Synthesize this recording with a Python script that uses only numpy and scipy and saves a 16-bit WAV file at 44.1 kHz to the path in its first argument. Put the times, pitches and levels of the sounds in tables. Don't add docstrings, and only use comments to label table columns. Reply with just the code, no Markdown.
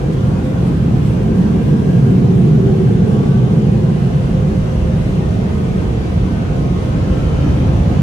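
import sys
import numpy as np
from scipy import signal
from scipy.fft import rfft, irfft, next_fast_len
from scipy.io import wavfile
from scipy.ndimage import uniform_filter1d, minimum_filter1d, map_coordinates

SR = 44100
rng = np.random.default_rng(int(sys.argv[2]) if len(sys.argv) > 2 else 0)


def put_to_file(sound):
    columns = np.atleast_2d(sound).T
    safe = np.clip(columns, -1, 1)
    whole_steps = np.round(safe * 32767)
    wavfile.write(sys.argv[1], SR, whole_steps.astype(np.int16))


N = 353682
TIME_S = np.arange(N) / SR


def amp(db):
    return 10 ** (np.asarray(db) / 20)


def unit(x):
    return x / np.sqrt(np.mean(x ** 2) + 1e-20)


def along(points, hz):
    point_hz, values = np.transpose(points)
    return np.interp(np.log(hz + 1), np.log(point_hz + 1), values)


def ramp(start_s, end_s):
    return np.clip((TIME_S - start_s) / (end_s - start_s), 0, 1)


def arch(start_s, length_s):
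    return np.sin(np.pi * ramp(start_s, start_s + length_s))


def wobble(rate_hz):
    knots = rng.standard_normal(int(N * rate_hz / SR) + 4)
    return map_coordinates(knots, [TIME_S * rate_hz])


def filtered(x, response):
    size = next_fast_len(N + SR // 2)
    return irfft(rfft(x, size) * response(np.fft.rfftfreq(size, 1 / SR)), size)[..., :N]


def shaped(points):
    return lambda hz: amp(along(points, hz))


def ringing(modes):
    return lambda hz: np.sqrt(sum(amp(2 * db) / (1 + (2 * (hz - pitch_hz) / width_hz) ** 6)
                                  for pitch_hz, width_hz, db in modes))


def level(layer):
    turn = {"shake": (-21.5, -23.5, -18.5, 1, 2, 4, 4.5, 3),
            "low boom": (-17, -13, -19, 1.43, 2, 3.5, 5.5, 1.5),
            "high boom": (-23.5, -14, -20, 0, 1.77, 3.5, 4.5, -0.4),
            "roar": (-25, -24, -28.5, 0.6, 2, 3, 4, 5.5), "roof": (-27, -23, -28.5, 0.96, 2, 3, 4.5, 1),
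            "bass left-right": (-1, -1.5, -1.4, 0.7, 2, 3, 4, 0.5),
            "rush": (-31, -31.5, -31.5, .5, 2.5, 6.5, 2.5, 2), "hiss": (-42, -41, -40, 1, 6.5, 4, 8.5, 1),
            "fizz": (-53.5, -53.7, -53.3, 0, -1.7, 0.5, 4, 0), "top": (-62, -60, -72, .8, 1, 2.5, 3.2, 0),
            "blades": (-41.5, -39.5, -43, 0.5, -0.5, 5, 6, 6)}
    before_db, up_db, after_db, rise_s, full_s, fall_s, settled_s, jet_db = turn[layer]
    tip_up = (up_db - before_db) * ramp(rise_s, full_s)
    tip_down = (after_db - up_db) * ramp(fall_s, settled_s)
    return before_db + tip_up + tip_down + jet_db * ramp(6.66, 7.28)


def air(colour, patchy_db, lag_s=0):
    # freq_hz, correlation
    likeness = [(30, 0.98), (60, 0.95), (130, 0.98), (210, 0.92), (280, 0.71), (400, 0.53), (520, 0.38),
                (650, 0.24), (1300, 0.24), (3000, 0.056), (6000, 0.11), (13000, 0.041)]
    noise = signal.stft(rng.standard_normal((2, N)), nperseg=1024)[2]

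    def patches(bins, frames):
        across_pitch = uniform_filter1d(rng.standard_normal(noise.shape[1:]), bins, axis=0)
        return unit(uniform_filter1d(across_pitch, frames, axis=1))

    def mid_side(hz):
        angle = np.arccos(np.clip(along(likeness, hz), -1, 1)) / 2
        return colour(hz) * [np.cos(angle), np.sin(angle)]

    field = .6 * patches(12, 7) + patches(2, 13)
    patchy = signal.istft(noise * amp(patchy_db * field), nperseg=1024)[1][:, :N]
    mid, side = filtered(patchy, mid_side)
    return unit(np.array([mid + side, np.roll(mid - side, round(lag_s * SR))]))


def tone(hz, db, lead_rad, waver_db):
    phase = 2 * np.pi * np.cumsum(hz * (1 + .002 * wobble(10))) / SR
    swell = amp(db + waver_db * np.array([wobble(7), wobble(6)]))
    return np.sqrt(2) * swell * np.sin([phase + lead_rad, phase])


def flickers(count=320, half_length_s=.055, max_climb_per_s=.04):
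    # pitch_hz, level_db
    strength = [(700, -44), (1300, -49), (2500, -52.5), (4200, -58)]
    low_hz, high_hz = strength[0][0], strength[-1][0]
    out = np.zeros((2, N + SR))
    t = np.arange(-SR // 4, SR // 4) / SR
    envelope = np.exp(-(t / half_length_s) ** 2)
    for when, pitch, climb, size, side, lead in rng.random((count, 6)):
        hz = low_hz * (high_hz / low_hz) ** pitch
        phase = 2 * np.pi * hz * (t + max_climb_per_s * climb * t ** 2 / 2)
        gain = amp(along(strength, hz) + 8 * (size - .5) + 8 * (side - .5) * np.array([[1], [-1]]))
        start = round(when ** .75 * N)
        out[:, start:start + len(t)] += gain * envelope * np.sin([phase + 2 * np.pi * lead, phase])
    return out[:, SR // 4:][:, :N]


def motor_whines():
    # start_s, length_s, pitch_hz, climb_hz_per_s, left_lead_rad, level_db
    whines = [(2.1, 2.3, 1105, 125, 2, -51), (5.9, .9, 2255, 8, 2, -56), (6.9, 1, 2508, -8, 1, -55),
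              (6.9, 1.3, 2906, -8, 2, -55.5), (6.8, 1.4, 3004, 10, 1, -62)]
    return sum(arch(start_s, length_s) * tone(hz + climb * (TIME_S - start_s), db, lead, waver_db=4)
               for start_s, length_s, hz, climb, lead, db in whines)


def fans():
    # pitch_hz, width_hz, level_db
    blade_bands = [(518, 12, 0), (1034, 22, -19), (2065, 26, -24)]
    # final_hz, fan_index, left_lead_rad, level_db
    pair_tones = [(625.5, 0, -2, -45), (1259, 1, 1.6, -55), (1533, 1, 3, -64), (1840, 1, 2.8, -62),
                  (1657, 1, .4, -75), (2092, 1, 2, -66)]
    # tone_index (0-5 pair, 6 last fan, 7 bank), at_s, half_s, gain_db
    swells = [(0, 3.6, .4, 5), (0, 4.7, .3, 4), (0, 5.6, .6, 6.5), (0, 7.3, .5, 1), (1, 3.18, .14, 17),
              (1, 3.38, .09, 12), (1, 3.9, .15, 5), (1, 4.65, .15, 4), (1, 5.6, .4, 6), (1, 6.75, .3, 8),
              (1, 7.6, .45, 8), (2, 4.3, .4, 11), (2, 5.6, .8, 16), (2, 6.4, .4, 12), (2, 7.4, .5, 10),
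              (3, 5.7, .45, 8), (3, 7.2, .7, 7), (4, 3.33, .12, 28), (5, 4.05, .2, 11), (5, 4.65, .22, 13),
              (5, 5.08, .18, 14), (5, 5.8, .2, 8), (6, 4.8, .12, 8), (6, 5.3, .15, 9), (6, 5.7, .25, 13),
              (6, 6.05, .12, 10), (6, 7.2, .12, 14), (6, 7.4, .1, 11), (7, .65, .25, 2.5),
              (7, 4.8, .25, 4.5), (7, 7.35, .3, 2)]

    def swell_db(which):
        return sum(gain_db * np.exp(-((TIME_S - at_s) / half_s) ** 2)
                   for index, at_s, half_s, gain_db in swells if index == which)

    bank_db = level("blades") + swell_db(7)
    bank = amp(bank_db - 1) * air(ringing(blade_bands), patchy_db=5)
    steady = tone(np.full(N, 519.5), bank_db - 2, lead_rad=-.2, waver_db=2)
    sagging = tone(517.5 - 2.5 * ramp(2.5, 4.2), bank_db - 2, lead_rad=-.2, waver_db=2)
    shortfall = [.2 / (1 + np.exp((TIME_S - halfway_s) / settle_s))
                 for halfway_s, settle_s in [(3.15, .72), (3.2, .62)]]
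    pair = sum(tone(final_hz * (1 - shortfall[fan]), db + swell_db(index), lead, waver_db=2.2)
               for index, (final_hz, fan, lead, db) in enumerate(pair_tones))
    pair_s, last_s, emerge_s, climb_hz_per_s = 2.8, 4.5, .34, 185
    last_hz = np.abs(812 + climb_hz_per_s * (TIME_S - last_s))
    last = tone(last_hz, -62 + swell_db(6), lead_rad=1.4, waver_db=2.5)
    running_up = pair * ramp(pair_s, pair_s + emerge_s) + last * ramp(last_s, last_s + emerge_s)
    return bank + steady - sagging + running_up


def resonances():
    # start_s, length_s, pitch_hz, width_hz, level_db
    bands = [(0, 0.74, 1400, 57, -47), (0.1, 0.8, 1100, 80, -46), (0.5, 0.68, 1250, 60, -51),
             (1.2, 0.76, 216, 17, -18.5), (1.1, .7, 1575, 70, -48), (1.4, .9, 1620, 90, -47),
             (1, 3.4, 740, 200, -41), (1, 0.59, 391, 25, -31), (1.5, 1.04, 146.6, 16, -13.5),
             (2, 0.79, 153, 13.4, -14), (2, 0.8, 180, 15, -16.5), (3.7, .9, 140, 35, -19),
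             (2.5, 1.2, 1580, 90, -50), (2, 1.33, 385, 29, -25), (5.3, 0.92, 460, 27, -33),
             (5.5, 1.63, 288, 79, -30), (6.9, 1.8, 565, 28, -36.5), (6.2, 1.25, 1067, 54, -42.5),
             (6.8, 1, 1350, 62, -43), (6.1, 0.64, 1510, 60, -49), (5.5, 0.43, 2370, 50, -52),
             (5, .5, 1840, 40, -51), (6.6, .5, 2070, 70, -51), (7, .8, 3100, 60, -52),
             (7, 1.1, 910, 150, -45)]
    out = np.zeros((2, N))
    for start_s, length_s, hz, width_hz, db in bands:
        pan = amp(level("bass left-right") * (hz < 250) * [[.5], [-.5]])
        out += amp(db) * arch(start_s, length_s) * pan * air(ringing([(hz, width_hz, 0)]), patchy_db=.5)
    return out


def windows(right_lag_s=.00032):
    # freq_hz, density_db
    rush_spectrum = [(300, -120), (440, -47.5), (500, 2.5), (560, -4), (600, -4), (700, -3), (830, -7.5),
                     (900, -10.5), (970, -9), (1100, -11), (1320, -15), (1570, -14), (1800, -20),
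                     (2100, -52), (3500, -120)]
    hiss_spectrum = [(900, -120), (1400, -49), (1800, -2), (2400, -2.5), (2750, -3), (3050, -3.5),
                     (3800, -8), (5000, -11.5), (6300, -12.5), (7200, -15.5), (8500, -55.5), (12000, -120)]
    fizz_spectrum = [(4500, -120), (6500, -30), (7500, 1), (8200, 1.5), (9000, -2), (10500, 0),
                     (11500, -14.5), (13000, -7), (14500, -8)]
    top_spectrum = [(9000, -120), (12000, -10), (13000, 0.5), (14500, -3)]
    # at_s, half_s, gain_db
    spray = [(.135, .012, 5), (.455, .02, 2.5), (.68, .02, 2.5), (1.07, .02, 3), (1.13, .025, 2.5),
             (1.24, .05, 2.5), (1.38, .025, 3), (1.686, .04, 2), (1.96, .02, 0.5)]
    rush = amp(level("rush")) * air(shaped(rush_spectrum), patchy_db=1.6, lag_s=right_lag_s)
    spatter_db = sum(db * np.exp(-((TIME_S - at_s) / half_s) ** 2) for at_s, half_s, db in spray)
    gusts_db = .6 * wobble(9) + spatter_db
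    hiss_db = level("hiss") + [[.25], [-.25]] + .35 * gusts_db
    hiss = amp(hiss_db) * air(shaped(hiss_spectrum), patchy_db=1.2, lag_s=right_lag_s)
    fizz_db = level("fizz") + [[-.8], [.8]] + .5 * wobble(14) + gusts_db
    fizz = amp(fizz_db) * air(shaped(fizz_spectrum), patchy_db=.7)
    top = amp(level("top") + gusts_db) * air(shaped(top_spectrum), patchy_db=.7)
    return rush + hiss + fizz + top


def car_body():
    # freq_hz, density_db
    shake_spectrum = [(10, -120), (15, -50), (25, -4.5), (42, 8), (58, 14), (82, 13.5), (98, 13.5),
                      (110, 7.5), (135, -39), (250, -120)]
    # pitch_hz, width_hz, level_db
    low_modes = [(120.8, 30, 0), (130, 31, -1.5), (150.4, 24.4, 1)]
    high_modes = [(178, 20, -.5), (203.5, 44.5, -5)]
    # pitch_hz, width_hz, level_db
    door_floor_modes = [(247, 42, -1.5), (290.5, 61, -2)]
    roof_modes = [(348, 35, -2), (383.2, 48, -0.5), (440, 49, -2), (477, 40, -6.5)]
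    shake = amp(level("shake")) * air(shaped(shake_spectrum), patchy_db=-.14)
    low_boom = amp(level("low boom")) * air(ringing(low_modes), patchy_db=.63)
    high_boom = amp(level("high boom")) * air(ringing(high_modes), patchy_db=.5)
    roar = amp(level("roar")) * air(ringing(door_floor_modes), patchy_db=1.2)
    roof = amp(level("roof")) * air(ringing(roof_modes), patchy_db=.9)
    bass_pan = amp(level("bass left-right") * [[.5], [-.5]])
    return bass_pan * (shake + low_boom + high_boom) + amp([[-.4], [.4]]) * (roar + roof)


def scene():
    return car_body() + windows() + fans() + motor_whines() + resonances() + flickers()


def record(dry):
    ceiling, hold_s, bass_hz, band_limit_hz = .88, .012, 450, 14325
    hold = round(hold_s * SR)
    bass = filtered(dry, lambda hz: 1 / (1 + (hz / bass_hz) ** 4))
    needed_gain = np.minimum(1, ceiling / (np.abs(dry).max(axis=0) + 1e-9))
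    held_gain = minimum_filter1d(needed_gain, 2 * hold)
    gain = uniform_filter1d(uniform_filter1d(held_gain, hold), hold)
    return filtered(dry - (1 - gain) * bass, lambda hz: hz < band_limit_hz)


dry = scene()
out = record(dry)
put_to_file(out)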